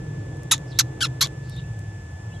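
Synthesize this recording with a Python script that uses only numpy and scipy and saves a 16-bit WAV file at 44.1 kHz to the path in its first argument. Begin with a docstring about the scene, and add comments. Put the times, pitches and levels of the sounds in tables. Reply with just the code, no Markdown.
"""Street traffic rumbles throughout, with one wavering engine, faint air hiss and a thin steady whine.
Close by, a cockatiel in a wire cage ticks its beak, then from 0.5 to 1.3 s spits four short squawks:
syrinx pulses and hiss ring in throat and beak, a harsh rasp clearing into a falling tone and a croak.
A soft wheeze follows the first squawk; another, with more beak ticks, follows the last.
From 1.5 s a bird farther off chirps faintly."""
import sys
import numpy as np
from scipy import signal
from scipy.fft import rfft, irfft
from scipy.io import wavfile
from scipy.ndimage import uniform_filter1d

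SR = 44100
rng = np.random.default_rng(int(sys.argv[2]) if len(sys.argv) > 2 else 0)


def pcm_store(signal):
    """Save signal as 16-bit PCM."""
    levels = np.round(np.clip(np.atleast_2d(signal), -1, 1) * 32767)
    wavfile.write(sys.argv[1], SR, levels.astype(np.int16).T)


N = 105840
T = np.arange(N) / SR
HZ = np.maximum(np.arange(N // 2 + 1) * SR / N, 1)
CUTOFF_HZ = 16300


def from_db(db):
    """Decibels to gain."""
    return 10 ** (np.asarray(db) / 20)


def rms_one(x):
    """Scale to unit power."""
    return x / np.sqrt(np.mean(x ** 2) + 1e-20)


def automation(rows):
    """Each column of a curve at every sample."""
    times, *columns = np.transpose(rows)
    return [np.interp(T, times, column) for column in columns]


def at_hz(points):
    """A spectral curve at every frequency."""
    hz, value = np.transpose(points)
    return np.interp(np.log(HZ), np.log(hz), value)


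def equalise(x, db):
    """Causal (minimum-phase) EQ with the given gain curve."""
    cepstrum = irfft(np.log(from_db(db)), N)
    cepstrum[1:N // 2] *= 2
    cepstrum[N // 2 + 1:] = 0
    return irfft(rfft(x) * np.exp(rfft(cepstrum)), N)


def highpass(x, edge_hz):
    """The part above an edge."""
    return irfft(rfft(x) / (1 + (edge_hz / HZ) ** 4), N)


def shelf(x, edge_hz, db):
    """Lift or duck the treble."""
    return x + highpass(x, edge_hz) * (from_db(db) - 1)


def bell(centre_hz, width_hz):
    """Shape of a resonance, 1 on top."""
    return 1 / (1 + (2 * (HZ - centre_hz) / width_hz) ** 2)


def drift(rate_hz):
    """Random wander up to about the given rate; spread 1."""
    return rms_one(irfft(rfft(rng.standard_normal(N)) / (1 + (HZ / rate_hz) ** 2), N))


def gate(rows, attack_s, release_s):
    """Opens at a curve's first point and dies away after its last."""
    attack = np.clip((T - rows[0][0]) / attack_s + .5, 0, 1)
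    return attack * np.exp(-np.maximum(T - rows[-1][0], 0) / release_s)


def bursts(cues, eq, decay_s):
    """Very short puffs of noise through one EQ."""
    envelope = sum(from_db(db) * gate([(time,)], 0.00031, decay_s) for time, db in cues)
    return equalise(envelope * rng.standard_normal(N), at_hz(eq))


# stereo width of the street: (frequency [Hz], side minus mid [dB])
STEREO_WIDTH = [(30, -15.5), (70, -25), (130, -38.5), (200, -27), (310, -12), (500, -1.5), (1300, -1.5),
                (2000, -2.5), (2800, -1.5), (4100, -6), (5000, 8), (6800, 3), (8100, -7.5), (9000, -1.5)]

def wide_noise(spectrum):
    """Stereo noise bed of unit power, centred in the bass and diffuse in the treble."""
    mid, side = rfft(rng.standard_normal((2, N)))
    width = from_db(at_hz(STEREO_WIDTH))
    stereo = (mid + width * side * [[1], [-1]]) / np.sqrt(1 + width ** 2)
    return rms_one(irfft(from_db(at_hz(spectrum)) * stereo, N))


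# colours of rumble, road and tyres: (frequency [Hz], relative level [dB])
RUMBLE_EQ = [(20, -46), (32, -27), (42, -11.5), (62, 0.5), (82, -2.5), (110, 6.5), (150, 2.5), (175, -3.5),
             (220, -19), (400, -40), (2000, -96)]
ROAD_EQ = [(120, -23), (240, -5.5), (320, 6), (385, -4.5), (450, 1), (700, -12.5), (1100, -18.5),
           (2000, -27), (4000, -33), (12000, -59)]
TYRE_EQ = [(300, -15), (600, 0.5), (850, 1.5), (1200, -12), (2000, -16.5), (8000, -67)]
# swell of the traffic: (time [s], rumble level [dB], road level [dB])
TRAFFIC_FADERS = [(0, -32.5, -42.5), (.4, -34.5, -43), (.7, -36.5, -44), (1.0, -35, -43), (1.35, -37, -45),
                  (1.6, -33.5, -49), (1.9, -35, -51), (2.15, -38, -52), (2.4, -34, -49.5)]
# swell of the tyres: (time [s], level [dB])
TYRE_FADER = [(0, -58), (.5, -54.5), (1.0, -52), (1.5, -56), (1.85, -54.5), (2.05, -56.5), (2.25, -50.5),
              (2.4, -52.5)]

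def traffic():
    """Passing cars: low rumble, road noise and tyre wash rise and fall."""
    rumble_db, road_db = automation(TRAFFIC_FADERS)
    tyre_db, = automation(TYRE_FADER)
    rumble = from_db(rumble_db) * wide_noise(RUMBLE_EQ)
    road = from_db(road_db) * wide_noise(ROAD_EQ)
    return rumble + road + from_db(tyre_db) * wide_noise(TYRE_EQ)


# engine hum: (time [s], pitch [Hz], level [dB])
ENGINE_HUM = [(0, 148.8, -40), (.3, 149.9, -37), (.45, 127.9, -39.5), (.6, 137.3, -41), (.74, 121.4, -32.5),
              (1.0, 126.1, -37), (1.15, 131.7, -34), (1.38, 136.3, -34), (1.65, 119.6, -38),
              (1.85, 100.2, -36.5), (2.0, 99.36, -39.5), (2.13, 80, -40), (2.26, 116.5, -41.5),
              (2.4, 123.7, -49)]

def engine(waver_hz=3, waver_db=2):
    """One engine hums, unsteady in pitch and level."""
    hz, db = automation(ENGINE_HUM)
    phase = 2 * np.pi * np.cumsum(hz + waver_hz * drift(13.7)) / SR
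    return np.sqrt(2) * np.sin(phase) * from_db(db + waver_db * drift(6.2))


# colour of the air: (frequency [Hz], relative level [dB])
AIR_EQ = [(600, 10), (1500, 2.5), (2700, 3), (3500, -3), (4200, -8.5), (5400, 1), (7000, 0.5), (8600, -5),
          (9800, -12), (11200, -11), (12800, -27), (15500, -26.5)]

def air(level_db=-52.5):
    """A faint, even bed of hiss."""
    return from_db(level_db) * wide_noise(AIR_EQ)


# harmonics 1-3 of the whine: (level [dB], right channel's lead [rad])
WHINE_HARMONICS = [(-51, 1.0), (-72, .3), (-70, 3.0)]

def whine(pitch_hz=1737):
    """A thin steady tone hangs in the air."""
    phase = 2 * np.pi * pitch_hz * T
    return sum(np.sqrt(2) * from_db(db) * np.sin(k * phase + np.array([[0], [lead]]))
               for k, (db, lead) in enumerate(WHINE_HARMONICS, 1))


# beak ticks: (time [s], level before EQ [dB])
TICK_CUES = [(.369, -47), (0.433, -38), (1.4966, -33.5), (1.565, -43.5), (1.7913, -40.5)]
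# their colour: (frequency [Hz], gain [dB])
TICK_EQ = [(2000, -7), (4800, -6), (7000, 4), (11000, 1.5), (15000, -14)]

def beak_ticks():
    """The beak clicks, light and dry."""
    return bursts(TICK_CUES, TICK_EQ, decay_s=0.0014)


def syrinx(hz, rough, jitter=.09, smear_rad=0.448):
    """Bright pulses; roughness trades them for pulsed hiss and adds jitter and period doubling."""
    phase = 2 * np.pi * np.cumsum(hz * (1 + jitter * rough * drift(700))) / SR
    # the windpipe smears each pulse
    pulses = sum(np.cos(k * phase + smear_rad * k * k) * (k * hz < CUTOFF_HZ) for k in range(1, 20))
    tone = pulses * np.sqrt(2 * hz / CUTOFF_HZ) * (1 + rough * np.cos(phase / 2))
    hiss = 0.68 * rng.standard_normal(N) * (1 + np.cos(phase))
    rasp = 0.79 * highpass(rng.standard_normal(N), 5000)   # stays even where the tone is clear
    return np.sqrt(1 - rough ** 2) * tone + rough * hiss + rasp


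# colour of the voice: (frequency [Hz], gain [dB])
VOICE_EQ = [(300, -26.5), (650, -10), (950, 0.5), (1400, 3), (2100, -0.5), (3000, -5.5), (5000, -5.5),
            (7500, 0.5), (9200, -14), (12000, -12.5), (13300, -29.5), (14400, -15), (16000, -46)]

def throat_eq(mouth, widths_hz=(1700, 1250, 1930)):
    """Gain in dB of throat and beak: a narrow beak ring, treble tilt, low body and three resonances."""
    *resonances, treble_db, body_db = mouth
    eq = at_hz(VOICE_EQ) + 2.5 * bell(3670, 820)   # ring of the open beak
    eq += treble_db * HZ ** 2 / (HZ ** 2 + 5000 ** 2)
    eq += body_db * bell(960, 200)
    for centre_hz, lift_db, width_hz in zip(resonances[0::2], resonances[1::2], widths_hz):
        eq += lift_db * bell(centre_hz, width_hz)
    return eq


# the four squawks: (time [s], pitch [Hz], level [dB], roughness [0-1])
CALL_1 = [(0.5118, 1920, -19, 0.71), (.515, 1851, -13.5, 0.71), (0.519, 1842, -12, 0.91),
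          (.524, 1314, -12, 0.44), (0.529, 1310, -15, 0), (0.535, 1177, -19, .25), (0.539, 903, -21, 0.42),
          (.546, 840, -26.5, 0.1), (0.55, 621, -36, 0.33), (.572, 602, -47.5, 0.8)]
CALL_2 = [(0.7884, 2768, -13.5, 0.88), (0.793, 2421, -10.5, 0.62), (0.798, 1582, -11.5, 0.17),
          (.803, 1503, -19, 0.067), (.805, 1354, -17, 0.16), (0.809, 1283, -18.5, 0.068),
          (0.812, 904, -21, 0.2), (0.82, 730, -42.5, 0.88)]
CALL_3 = [(1.006, 1450, -32, 0.7), (1.01, 1760, -25.5, 1), (1.017, 1517, -21, 0.22),
          (1.022, 1478, -22, 0.07), (1.025, 1725, -18, 0.044), (1.033, 1406, -20, 0.06),
          (1.04, 1305, -23.5, 0.06), (1.047, 1438, -21, 0.1), (1.055, 1215, -23, 0.22),
          (1.06, 930, -32.5, 0.5), (1.072, 732, -42, .45)]
CALL_4 = [(1.2086, 1344, -21.5, 0.85), (1.214, 1411, -13.5, 0.7), (1.219, 984, -17, 1),
          (1.228, 1020, -14.5, 0.42), (1.234, 1156, -21, 0.65), (1.241, 1117, -26.5, 0.24),
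          (1.246, 1189, -24.5, .13), (1.252, 984, -31.5, 0.1), (1.256, 826, -28.5, .12),
          (1.263, 597, -42, 0.23)]
# throat and beak resonances, a row per squawk:
# (low [Hz], lift [dB], middle [Hz], lift [dB], high [Hz], lift [dB], treble [dB], body [dB])
MOUTH_SHAPES = [(3680, 15, 6600, 11.5, 10700, 19.5, 1.5, 3.5), (4080, 14, 6040, 11, 11280, 15, 3, -1.5),
                (3591, 17, 5200, 6.5, 10320, 17.5, -7.5, 0), (4040, 19, 6140, 7, 11230, 18, 2, -1)]

def squawk(curve, mouth, attack_s=0.00071, spit_db=10, click_db=-10):
    """The syrinx sounds through the throat, with a spit and a very short, bright click at the onset."""
    hz, db, rough = automation(curve)
    onset = curve[:1]
    voice = equalise(syrinx(hz, np.clip(rough, 0, 1)), throat_eq(mouth))
    voice = shelf(voice, 8450, 2 * (db - db.max()))   # the top fades faster as effort drops
    voice = shelf(voice, 9800, spit_db * gate(onset, attack_s, release_s=0.0077))
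    levelled = voice / np.sqrt(uniform_filter1d(voice ** 2, size=220) + 1e-9)   # over 5 ms
    top_click = rms_one(highpass(highpass(rng.standard_normal(N), 12000), 12000))
    top_click *= from_db(click_db + db[0]) * gate(onset, attack_s, release_s=.003)
    return levelled * from_db(db) * gate(curve, attack_s, release_s=0.0018) + top_click


# throat pulses: (time [s], level before EQ [dB])
CROAK_CUES = [(.5796, -29), (.8192, -30), (1.069, -26.5), (1.2625, -22), (1.2708, -26.5), (1.2728, -31),
              (1.28, -39)]
# their colour: (frequency [Hz], gain [dB])
CROAK_EQ = [(800, 4.5), (2500, -1.5), (3650, 10), (4800, -9.5), (6900, 5), (9000, -11), (11000, -7),
            (15000, -28.5)]

def croaks():
    """Last slack pulses of the throat as each squawk dies."""
    return bursts(CROAK_CUES, CROAK_EQ, decay_s=.001)


# two wheezes, a curve each: (time [s], centre [Hz], level [dB], whistle mix [0-1])
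WHEEZE_CURVES = [
    [(.67, 5530, -60, 0.1), (.692, 5000, -59, 0), (.707, 5200, -53, 0.1), (.722, 3970, -50.5, 0.1),
     (.752, 3420, -50.5, 0.45), (.782, 4040, -44, 0.6)],
    [(1.43, 4310, -66, 0.33), (1.49, 4200, -57, 0), (1.52, 4500, -56, 0.1), (1.552, 4395, -54, 0.4),
     (1.56, 3470, -50, 0.7), (1.568, 3610, -43, 0.54), (1.588, 3790, -43, 0.8), (1.602, 3360, -53.5, 0.1)],
]

def wheeze(curve, width_hz=630, flutter_db=1):
    """The bird's breath flutters in one gliding resonance and now and then clears toward a whistle."""
    hz, db, mix = automation(curve)
    phase = 2 * np.pi * np.cumsum(hz) / SR
    band = drift(width_hz) * np.cos(phase) + drift(width_hz) * np.sin(phase)
    breath = (1 - mix) * band * from_db(flutter_db * drift(45))
    whistle = mix * np.sqrt(2) * np.cos(phase)
    return (breath + whistle) * from_db(db) * gate(curve, attack_s=0.026, release_s=.012)


# notes of the far bird: (time [s], pitch [Hz], level [dB])
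CHIRP_CUES = [(1.52, 5450, -52), (1.533, 3720, -48), (1.597, 2860, -52), (1.62, 3740, -52.5),
              (1.647, 2640, -57), (1.68, 2860, -58), (2.32, 2644, -53.5), (2.332, 2930, -53.5),
              (2.347, 3330, -56), (2.348, 3920, -57.5), (2.367, 3270, -56)]

def far_chirps(length_s=0.024, blur_depth=0.86, blur_hz=150):
    """Thin notes swell and fade, blurred by their way through the street."""
    notes = sum(from_db(db) * np.exp(-(2 * (T - time) / length_s) ** 2) * np.sin(2 * np.pi * hz * T)
                for time, hz, db in CHIRP_CUES)
    blur = 1 + blur_depth * np.array([drift(blur_hz), drift(blur_hz)])
    return notes * blur / np.sqrt(1 + blur_depth ** 2)


# the cockatiel's stereo image: (frequency [Hz], left minus right [dB])
BIRD_PAN = [(1200, 1.5), (2200, -1), (2750, -2), (3300, 5.5), (3700, 0), (4650, 2.5), (5050, -9.5),
            (5700, -10), (6200, 8), (6800, -4), (7400, -0.5), (8000, -1.5), (15000, -0.5)]
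# its phase between the microphones: (frequency [Hz], left lead [rad])
BIRD_LEAD = [(300, 0.36), (650, 1), (1200, -0.33), (2500, 0.073), (3050, 1.6), (3500, -0.036),
             (6100, -0.25), (6500, -0.56), (8000, -1.1), (8800, -1.24), (15000, -1.64)]
# echoes off tray, bars and wall: (left delay [s], right delay [s], gain [dB])
REFLECTIONS = [(.0021, .0023, -22), (.0045, .0043, -16.5), (.0077, .0078, -17), (0.0185, 0.017, -28)]

def cage(bird, tail_db=-39.5, t60_s=0.26):
    """The bird reaches two microphones directly, by early reflections and by a short tail."""
    echoes = sum(from_db(db) * np.exp(-2j * np.pi * HZ * np.array([[left], [right]]))
                 for left, right, db in REFLECTIONS)
    sides = np.array([[.5], [-.5]])
    image = from_db(sides * at_hz(BIRD_PAN)) * np.exp(1j * sides * at_hz(BIRD_LEAD))
    tail = rms_one(rng.standard_normal((2, N)) * np.exp(-np.log(1000) * T / t60_s)) / np.sqrt(N)
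    return irfft(rfft(bird) * (image * (1 + echoes) + from_db(tail_db) * rfft(tail)), N)


def scene():
    """Street bed behind, the caged cockatiel up front, another bird in the distance."""
    street = traffic() + engine() + air() + whine()
    bird = beak_ticks()
    bird += sum(map(squawk, (CALL_1, CALL_2, CALL_3, CALL_4), MOUTH_SHAPES))
    bird += croaks() + sum(map(wheeze, WHEEZE_CURVES))
    return street + cage(bird) + far_chirps()


def record(dry):
    """Soft clipping rounds the highest peaks; a steep low-pass cuts the top."""
    rounded = dry / (1 + dry ** 4) ** .25
    return signal.sosfilt(signal.cheby2(14, 70, CUTOFF_HZ + 300, fs=SR, output="sos"), rounded)


dry = scene()
out = record(dry)
pcm_store(out)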